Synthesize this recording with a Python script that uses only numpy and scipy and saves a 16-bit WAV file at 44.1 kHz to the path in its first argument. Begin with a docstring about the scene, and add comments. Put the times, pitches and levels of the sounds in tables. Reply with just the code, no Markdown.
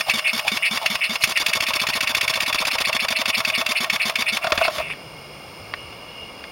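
"""In a humming workshop, an open single-cylinder engine chugs on compressed air.
On each turn the intake puffs or squawks, the exhaust blows with a hollow boom and a faint
whistle, and the valve clacks shut. Puffs, hiss and clacks ring in the bare metal casting.
Given more air the engine speeds up, then slows and knocks to a halt, leaving a leak hissing."""
import sys
import numpy as np
from scipy import signal
from scipy.fft import rfft, irfft, next_fast_len
from scipy.io import wavfile
from scipy.ndimage import uniform_filter1d, map_coordinates

SR = 44100
rng = np.random.default_rng(int(sys.argv[2]) if len(sys.argv) > 2 else 0)


def int16_out(signal):
    """Quantize to a 16-bit WAV file."""
    q = np.round(np.clip(np.atleast_2d(signal).T, -1, 1) * 32767)
    wavfile.write(sys.argv[1], SR, q.astype(np.int16))


N = 287091
TIME = np.arange(N) / SR


def from_db(db):
    """Turn decibels into a number to multiply a sound by."""
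    return 10 ** (np.asarray(db) / 20)


def rms(x):
    """The average size of a signal (root mean square)."""
    return np.sqrt(np.mean(x ** 2) + 1e-20)


def level(rows, column=1):
    """Loudness over time, gliding between rows of time_s and level_db."""
    rows = np.array(rows)
    return from_db(np.interp(TIME, rows[:, 0], rows[:, column]))


def noise(colour):
    """Steady noise of size 1; the colour table says which pitches are stronger than others."""
    size = next_fast_len(N)
    hz, db = np.transpose(colour)
    bin_hz = np.maximum(np.arange(size // 2 + 1) * SR / size, 1)
    gains = from_db(np.interp(np.log(bin_hz), np.log(hz), db))
    x = irfft(rfft(rng.standard_normal(size)) * gains, size)[:N]
    return x / rms(x)


def drift(rate_hz):
    """A smooth random wobble of size 1."""
    size = max(int(SR / rate_hz), 1)
    x = uniform_filter1d(uniform_filter1d(rng.standard_normal(N), size), size)
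    return x / rms(x)


def tone(hz, wander, rate_hz):
    """A tone of size 1 whose pitch wanders by a share of itself."""
    pitch_hz = hz * (1 + wander * drift(rate_hz))
    return np.sqrt(2) * np.sin(2 * np.pi * np.cumsum(pitch_hz) / SR)


def bursts(starts, lengths, levels_db, rise_s, fall_s, tilt_db=0):
    """Loudness of short bursts: each rises, changes by tilt_db over its length, then dies away."""
    out = np.zeros(N)
    for start, length, db in np.broadcast(starts, lengths, levels_db):
        span = slice(*np.searchsorted(TIME, [start, start + length + .1]))
        t = TIME[span] - start
        gain = from_db(db + tilt_db * (np.minimum(t / length, 1) - 1))
        out[span] += gain * np.minimum(t / rise_s, 1) * np.exp(-np.maximum(t - length, 0) / fall_s)
    return out


def resonance(hz, width_hz):
    """The two halves of a filter that lets one narrow band of pitches through."""
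    r = np.exp(-np.pi * width_hz / SR)
    zeros = np.array([1, 0, -1]) * (1 - r * r) / 2
    poles = np.array([1, -2 * r * np.cos(2 * np.pi * hz / SR), r * r])
    return zeros, poles


def ring(x, notes):
    """Make a sound ring: each note changes the level of its own narrow band."""
    sections = []
    for hz, width_hz, db in notes:
        zeros, poles = resonance(hz, width_hz)
        sections.append(np.r_[poles + (from_db(db) - 1) * zeros, poles])
    return signal.sosfilt(sections, x + 1e-18)


# The room's background sound: time_s, noise_db, upper_hum_db, lower_hum_db
ROOM_LEVELS = [(0, -55.5, -63, -76), (4.4, -50.5, -69, -61), (4.899, -42, -50, -57), (5.3, -43, -49, -57),
               (5.65, -43, -56, -50), (5.95, -43, -63, -53), (6.51, -42.5, -78, -65)]
# The colour of the room's noise: pitch_hz, level_db
ROOM_COLOUR = [(25, -20), (60, 3.5), (100, -7.5), (160, 3), (270, 0), (500, 3), (1100, -2), (1600, -9.5),
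               (3000, -20), (8000, -24), (16000, -50)]
def workshop():
    """A dull background noise with a wavering low hum."""
    upper_hum = level(ROOM_LEVELS, column=2) * tone(hz=153.4, wander=0.093, rate_hz=52.5)
    lower_hum = level(ROOM_LEVELS, column=3) * tone(hz=104.5, wander=0.133, rate_hz=39)
    waver = from_db(3 * drift(25))
    return level(ROOM_LEVELS) * noise(ROOM_COLOUR) + (upper_hum + lower_hum) * waver


# The leak at the valve: time_s, dull_hiss_db, bright_jet_db
LEAK_LEVELS = [(0, -43, -38.5), (4.4, -44.5, -51.5), (4.76, -46, -56), (4.932, -41.5, -47.5),
               (5.0, -45, -48), (5.7, -44.5, -46), (5.85, -43.5, -48), (6.3, -44.5, -48.5),
               (6.51, -43.5, -47.5)]
# Its thin whistle: time_s, level_db
LEAK_WHISTLE_LEVELS = [(0, -39), (5.7, -54), (5.78, -43), (5.97, -51), (6.1, -44), (6.23, -39), (6.32, -50),
                       (6.51, -51)]
# The colours of its hiss and jet: pitch_hz, level_db
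DULL_HISS_COLOUR = [(300, -25.5), (1200, -9), (1900, -7), (2300, 3.5), (3000, -3), (3900, -8), (5100, -13),
                    (6000, -18.5), (9000, -46), (16000, -35)]
BRIGHT_JET_COLOUR = [(1500, -23), (2800, 5), (3800, -44), (5100, 2), (6000, -10), (9000, -7),
                     (13000, -10.5), (16000, -1)]
# The notes of the pocket around the valve: pitch_hz, width_hz, boost_db
POCKET_NOTES = [(563, 64, 22), (1180, 160, 15), (2164, 48, 13.5), (2370, 75, 4.5), (2790, 37, 13),
                (3310, 92, 6.5), (3320, 68, 4.5), (4370, 190, 10.5), (5020, 220, 13), (5540, 95, 8),
                (9040, 260, 15.5), (15800, 450, -1)]
def leak():
    """Air keeps seeping through the valve pocket: a hiss, a bright jet and an unsteady whistle."""
    hiss = ring(noise(DULL_HISS_COLOUR), POCKET_NOTES)
    jet = ring(noise(BRIGHT_JET_COLOUR), POCKET_NOTES)
    band = resonance(hz=2840, width_hz=140)
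    whistle = signal.lfilter(*band, signal.lfilter(*band, rng.standard_normal(N)))
    return (level(LEAK_LEVELS) * hiss / rms(hiss)
            + level(LEAK_LEVELS, column=2) * jet / rms(jet)
            + level(LEAK_WHISTLE_LEVELS) * whistle / rms(whistle))


# The notes of the casting, the engine's metal body: pitch_hz, width_hz, boost_db
CASTING_NOTES = [(646, 77, 8), (1114, 103, 6), (1846, 40, 7.5), (2217, 110, 8.5), (2623, 264, 9),
                 (3489, 155, 11.5), (4396, 200, 4.5), (4720, 123, 8.5), (5375, 98, 9), (6160, 103, 3),
                 (7140, 280, 3.5), (8420, 150, 6), (9360, 280, 5.5), (10560, 230, 6.5), (16000, 450, 7.5)]
def in_casting(colour, loudness):
    """Noise is evened out, shaped by a loudness curve and left to ring in the casting."""
    x = noise(colour)
    power = uniform_filter1d(ring(x, CASTING_NOTES) ** 2, size=300)
    return ring(x * loudness / np.sqrt(power + 1e-12), CASTING_NOTES)


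# The slow piston rubbing on its way to the top: start_s, length_s, level_db
SCUFFS = [(0.063, 0.036, -26.5), (0.442, 0.043, -26), (0.809, 0.047, -26.5)]
# The colour of a scuff: pitch_hz, level_db
SCUFF_COLOUR = [(400, -20.5), (650, -4), (820, 0.5), (1200, -13), (1700, -19), (3000, -14), (6000, -26),
                (16000, -30)]
def piston_rub():
    """At low speed the piston scuffs the cylinder wall as it slows against the air."""
    at, length, db = np.transpose(SCUFFS)
    grain = from_db(3 * drift(160))
    scuffs = bursts(at, length, db, rise_s=0.0071, fall_s=0.0057, tilt_db=1.5)
    return in_casting(SCUFF_COLOUR, scuffs * grain / rms(grain))


# The rattle of the rod and bearings: time_s, level_db
ROD_LEVELS = [(0, -39), (1.2, -39), (1.7, -36.5), (3.0, -36), (4.1, -35), (4.4, -36.5), (4.55, -27.5),
              (4.7, -31.5), (4.82, -35.5), (4.95, -58)]
# The colour of that rattle: pitch_hz, level_db
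ROD_COLOUR = [(200, -28), (450, -43), (620, 6), (800, -2.5), (1300, 1), (2000, -9.5), (3500, -12),
              (8000, -21), (16000, -19)]
def rod_rattle():
    """The rod and bearings rattle as they move."""
    chatter = from_db(3.5 * drift(140))
    return in_casting(ROD_COLOUR, level(ROD_LEVELS) * chatter / rms(chatter))


# The loose crank and rod knocking: start_s, crack_db, thud_db, pitch_hz
ROD_KNOCKS = [(4.443, -21, -18, 688), (4.469, -19, -22.5, 667), (4.52, -11, -16.5, 631),
              (4.576, -14, -26, 687), (4.612, -19.5, -13.5, 689), (4.649, -22.5, -23.5, 744),
              (4.679, -19.5, -16, 655), (4.782, -22.5, -22, 659), (4.799, -36, -20.5, 663)]
# The colours of a sharp knock and of the struck engine block: pitch_hz, level_db
KNOCK_COLOUR = [(100, -9.5), (400, -7.5), (900, -9.5), (1480, 4), (1900, -11.5), (2600, -10), (3500, -11.5),
                (5000, -14.5), (7000, -21), (16000, -44)]
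BLOCK_COLOUR = [(300, -29), (550, 0.5), (700, -5), (1000, 5.5), (1400, -2.5), (2000, -31), (4000, -51)]
def rod_knocks():
    """The flywheel drags the loose rod across its slack; each thud drops in pitch as it fades."""
    sag_share, sag_s = .09, 0.01204
    at, crack_db, thud_db, thud_hz = np.transpose(ROD_KNOCKS)
    cracks = in_casting(KNOCK_COLOUR, bursts(at, 0.0031, crack_db, rise_s=0.00073, fall_s=0.0055))
    blows = bursts(at, .007, thud_db, rise_s=.005, fall_s=.0065)
    latest = np.maximum(np.searchsorted(at, TIME) - 1, 0)
    sag = sag_share * np.clip((TIME - at[latest]) / sag_s - .4, 0, 1)
    thuds = blows * tone(hz=thud_hz[latest] * (1 - sag), wander=0.0311, rate_hz=240)
    return cracks + thuds + in_casting(BLOCK_COLOUR, blows * from_db(-7))


# The engine bumping on its supports: start_s, level_db
ROCKING_BUMPS = [(1.238, -57), (4.521, -41), (4.572, -41.5), (4.781, -42), (6.202, -47)]
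def rocking():
    """The engine rocks on its wooden blocks with deep, soft bumps."""
    at, db = np.transpose(ROCKING_BUMPS)
    bumps = bursts(at, 0.033, db, rise_s=0.0037, fall_s=0.011)
    return bumps * tone(hz=82.6, wander=0.225, rate_hz=100)


# The clicks after the engine stops: start_s, level_db
REST_CLICKS = [(4.902, -27), (4.935, -30), (5.7379, -18.5), (5.744, -33), (5.927, -36.5), (6.4396, -25.5)]
# The colour of a click: pitch_hz, level_db
REST_CLICK_COLOUR = [(200, -18), (850, -9), (1100, -6), (1500, 2.5), (2200, -5), (3000, -8), (3600, -18),
                     (4300, -14), (6000, -28), (16000, -52)]
def resting_clicks():
    """The resting engine gives a few light clicks that ring in its casting."""
    at, db = np.transpose(REST_CLICKS)
    return in_casting(REST_CLICK_COLOUR, bursts(at, 0.0018, db, rise_s=0.00031, fall_s=0.0021))


# How fast the crank spins: time_s, turns_per_s
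CRANK_SPEED = [(0.0, 5.06), (0.44, 5.33), (0.806, 5.18), (1.09, 5.23), (1.32, 5.93), (1.358, 10.51),
               (1.547, 14.6), (1.726, 15.6), (1.896, 14.41), (2.159, 14.09), (2.19, 15.64), (2.561, 16.41),
               (2.81, 14.21), (3.078, 12.28), (3.418, 9.86), (3.649, 9.04), (3.853, 8.15), (4.4, 6.94)]
CRUISE_TURNS_PER_S, CYCLES = 10, 23  # one cycle is two turns
def speed_at(time_s):
    """The crank's speed in turns per second."""
    return np.interp(time_s, *np.transpose(CRANK_SPEED))


def passes(positions):
    """The times when the crank passes these positions in each cycle, from one cycle before time 0."""
    step_s = .001
    clock = np.arange(-.5, TIME[-1], step_s)
    turns = np.cumsum(speed_at(clock)) * step_s + clock[0] * speed_at(0)
    targets = np.add.outer(2 * np.arange(-1, CYCLES - 1), positions).ravel()
    return np.interp(targets, turns, clock)


# The throttle, which lets in extra air: time_s, opening_0_to_1
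THROTTLE_OPENING = [(1.15, 0.12), (1.235, 0.93), (1.52, 1.0), (1.7, .4), (1.93, 0.45), (2.15, 0.92),
                    (2.35, 0.72), (2.6, 0.23), (3.3, 0.03)]
def strength(at, rules):
    """Each stroke's level in dB follows the speed and throttle; strokes take the rule rows in turn."""
    cruise_db, speed_db, throttle_db = np.tile(rules, (len(at) // len(rules), 1)).T
    doublings = np.log2(speed_at(at) / CRUISE_TURNS_PER_S)
    throttle = np.interp(at, *np.transpose(THROTTLE_OPENING))
    scatter_db = .5 * rng.standard_normal(len(at))
    return cruise_db + speed_db * doublings + throttle_db * throttle + scatter_db


# Where in a cycle the intake puffs and the exhaust shuts: first_turns, second_turns
INTAKE_TURNS = [0.4879, 1.425]
SHUT_TURNS = [0.98, 2.0384]
def shaking():
    """The block jolts at each cycle's first puff and as the exhaust shuts, harder at higher speed."""
    at = np.r_[passes(INTAKE_TURNS[:1]), passes(SHUT_TURNS)]
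    jolts = bursts(at, 0.0057, -46, rise_s=0.0022, fall_s=0.0048)
    return jolts * speed_at(TIME) / CRUISE_TURNS_PER_S * tone(hz=95.8, wander=0.427, rate_hz=207)


# How hard the valve and block sound, a row per turn: cruise_db, speed_doubling_db, full_throttle_db
VALVE_RULES = [(-16.8, -0.76, -6), (-17, -2.3, -9.5)]
BLOCK_RULES = [(-28, 1.2, -5.5), (-23, 4.7, -7)]
# The colour of the valve's clack: pitch_hz, level_db
VALVE_COLOUR = [(30, -29), (150, -22), (400, -37), (900, -20.5), (1600, -12.5), (2600, -10.5),
                (3500, -17.5), (5000, -18.5), (6500, -23.5), (10000, -28), (16000, -35)]
def valve_clacks():
    """The valve snaps shut on the last of the air and knocks on the block."""
    shuts = passes(SHUT_TURNS)
    clacks = bursts(shuts, 0.004, strength(shuts, VALVE_RULES), rise_s=0.002, fall_s=0.005)
    knocks = bursts(shuts, 0.0038, strength(shuts, BLOCK_RULES), rise_s=0.0014, fall_s=0.01)
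    return in_casting(VALVE_COLOUR, clacks) + in_casting(BLOCK_COLOUR, knocks)


# Where in a cycle the exhaust opens: first_turns, second_turns
OPEN_TURNS = [0.6501, 1.7056]
# How loud the exhaust's parts are, a row per turn: cruise_db, speed_doubling_db, full_throttle_db
HISS_RULES = [(-25, 2.1, 0.76), (-27.4, 1.6, 3.5)]
WHISTLE_RULES = [(-30, -5, -20), (-29.5, -0.5, -6.5)]
BOOM_RULES = [(-35.5, -0.72, -9.5), (-37, -1.3, -4)]
# The last air blowing out: time_s, level_db
LAST_BREATH = [(4.68, -70), (4.70, -47), (4.73, -34), (4.78, -31), (4.81, -51), (4.85, -70)]
# The colour of the escaping air: pitch_hz, level_db
OUTFLOW_COLOUR = [(30, -49), (120, -20.5), (400, -21.5), (700, -23), (1100, -16.5), (2200, -22),
                  (2700, -27.5), (3100, -18), (3500, -21), (4000, -21.5), (5000, -20.5), (6000, -23),
                  (9000, -30.5), (12000, -29.5), (16000, -38)]
def exhaust():
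    """The outlet hisses while open; the first rush of air whistles and booms in the hollow cylinder."""
    opens, shuts = passes(OPEN_TURNS), passes(SHUT_TURNS)
    opens[::2] += 0.0075  # the air takes a moment to get going in each cycle's first stroke
    open_s = shuts - opens
    hiss_db = strength(opens, HISS_RULES)
    whistle_db = strength(opens, WHISTLE_RULES)
    boom_db = strength(opens, BOOM_RULES)
    flow = bursts(opens, open_s, hiss_db, rise_s=0.0029, fall_s=0.0031, tilt_db=-1)
    sputter = from_db(2 * drift(250))
    hiss = in_casting(OUTFLOW_COLOUR, (flow + level(LAST_BREATH)) * sputter)
    rush = bursts(opens, np.minimum(open_s, .021), whistle_db, rise_s=0.0056, fall_s=0.011)
    high_whistle = tone(hz=3556, wander=0.017, rate_hz=420)
    low_whistle = from_db(1) * tone(hz=2222, wander=0.027, rate_hz=400)
    # The rising piston shrinks the hollow, so the boom climbs through each stroke.
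    stroke = np.maximum(np.searchsorted(opens, TIME) - 1, 0)
    progress = (TIME - opens[stroke]) / open_s[stroke]
    hollow = tone(hz=np.interp(progress, [0, 1], [194.8, 277.5]), wander=0.055, rate_hz=225)
    booms = bursts(opens, 0.54 * open_s, boom_db, rise_s=0.007, fall_s=0.0061, tilt_db=-5)
    return hiss + rush * (high_whistle + low_whistle) + booms * hollow


# How loud the second turn's squawk and chirp are: cruise_db, speed_doubling_db, full_throttle_db
SQUAWK_RULES = [(-19.5, -0.37, -7)]
CHIRP_RULES = [(-25, 4.5, -10)]
# Air slipping past the intake out of step: start_s, length_s, squawk_db, chirp_db
STRAY_SQUAWKS = [(0.099, 0.016, -16.5, -29), (0.186, 0.0097, -28.4, -41.4), (0.577, 0.012, -34, -49.5),
                 (0.955, 0.012, -31, -49), (1.202, 0.031, -29, -26), (1.352, 0.01, -19, -31),
                 (4.415, 0.043, -28, -35), (4.575, 0.016, -25.5, -48.5), (4.605, 0.058, -23.5, -29),
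                 (4.774, 0.11, -33.5, -57), (4.893, 0.029, -28.5, -63.5)]
# The colours of the squawk and the chirp: pitch_hz, level_db
LOW_SQUAWK_COLOUR = [(30, -50), (350, -75), (700, -32.5), (1600, -22), (2200, -6.5), (2650, -6.5),
                     (2900, -8), (3150, -28.5), (3600, -20.5), (4000, -52), (5200, -53), (6000, -68),
                     (8000, -28), (10000, -27), (12000, -41.5)]
HIGH_CHIRP_COLOUR = [(2800, -37), (3800, -5), (4300, 7), (4750, -7), (5200, 0.5), (5800, -38), (8000, -14),
                     (10500, -14), (11300, -20)]
def intake_squawks():
    """Opening slowly, the valve flutters and squawks; a higher chirp joins as it lifts."""
    start_turns, end_turns, air_lag_s = 1.221, 1.538, 0.0041
    lifts = passes([start_turns])
    length = passes([end_turns]) - lifts
    at = lifts + air_lag_s
    regular = np.c_[at, length, strength(at, SQUAWK_RULES), strength(at, CHIRP_RULES)]
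    at, length, squawk_db, chirp_db = np.vstack([regular, STRAY_SQUAWKS]).T
    flutter = from_db(2.5 * tone(hz=230, wander=.25, rate_hz=120) + 1.2 * drift(130))
    flutter /= rms(flutter)
    squawks = flutter * bursts(at, length, squawk_db, rise_s=0.015, fall_s=0.0096, tilt_db=-3)
    chirps = flutter * bursts(at + length / 2, length / 2, chirp_db, rise_s=.006, fall_s=.006)
    return in_casting(LOW_SQUAWK_COLOUR, squawks) + in_casting(HIGH_CHIRP_COLOUR, chirps)


# How loud a puff and its crack are, a row per turn: cruise_db, speed_doubling_db, full_throttle_db
PUFF_RULES = [(-16, -3.5, 4.5), (-29, -1, 15)]
CRACK_RULES = [(-35.5, -1, 16), (-41.5, -1, 20)]
# The blast as the throttle is thrown open: time_s, level_db
THROTTLE_BLAST = [(1.19, -80), (1.21, -38), (1.236, -31), (1.241, -22), (1.253, -29), (1.266, -48),
                  (1.29, -80)]
# The colours of the puff and the crack: pitch_hz, level_db
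AIR_PUFF_COLOUR = [(30, -31), (110, -19.5), (350, -35), (700, -25), (1500, -13.5), (2200, -10.5),
                   (2700, -8.5), (3200, -16.5), (5000, -18), (6000, -23), (10000, -28.5), (13000, -34),
                   (16000, -31)]
AIR_CRACK_COLOUR = [(1500, -10), (3000, -3), (6000, 3), (11000, -3.5), (16000, -9)]
def intake_puffs():
    """Opening quickly, the valve lets in one puff, with a bright crack of air at its height."""
    at = passes(INTAKE_TURNS)
    db = strength(at, PUFF_RULES)
    spits = bursts(at, 0.006, db, rise_s=0.0027, fall_s=0.0026)
    tails = bursts(at, 0.0094, db - 8, rise_s=0.0054, fall_s=0.013)
    cracks = bursts(at + 0.0036, 0.0014, strength(at, CRACK_RULES), rise_s=.001, fall_s=0.0028)
    bright_air = (cracks + level(THROTTLE_BLAST)) * noise(AIR_CRACK_COLOUR)
    return in_casting(AIR_PUFF_COLOUR, np.hypot(spits, tails)) + bright_air


def treble_shimmer(x):
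    """A faint, randomly wavering echo makes the high pitches shimmer from puff to puff."""
    treble = signal.sosfilt(signal.butter(2, 6000, "high", fs=SR, output="sos"), x)
    delay_s = 0.000886 + .00008 * drift(18.3)
    return x + .55 * map_coordinates(treble, [(TIME - delay_s) * SR], order=3)


def scene():
    """The engine and the workshop, heard at one close microphone."""
    air = treble_shimmer(intake_puffs() + intake_squawks() + exhaust() + valve_clacks())
    machinery = shaking() + piston_rub() + rod_rattle() + rod_knocks() + rocking() + resting_clicks()
    return (air + machinery + leak() + workshop())[None]


def record(dry):
    """The microphone misses one narrow high band, rounds off peaks and cuts the highest pitches."""
    notched = signal.lfilter(*signal.iirnotch(7890, Q=6.5, fs=SR), dry)
    rounded = 0.92 * np.tanh(notched / 0.88)
    cutoff_hz = 15850
    return signal.sosfilt(signal.ellip(12, .2, 80, cutoff_hz, fs=SR, output="sos"), rounded)


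dry = scene()
out = record(dry)
int16_out(out)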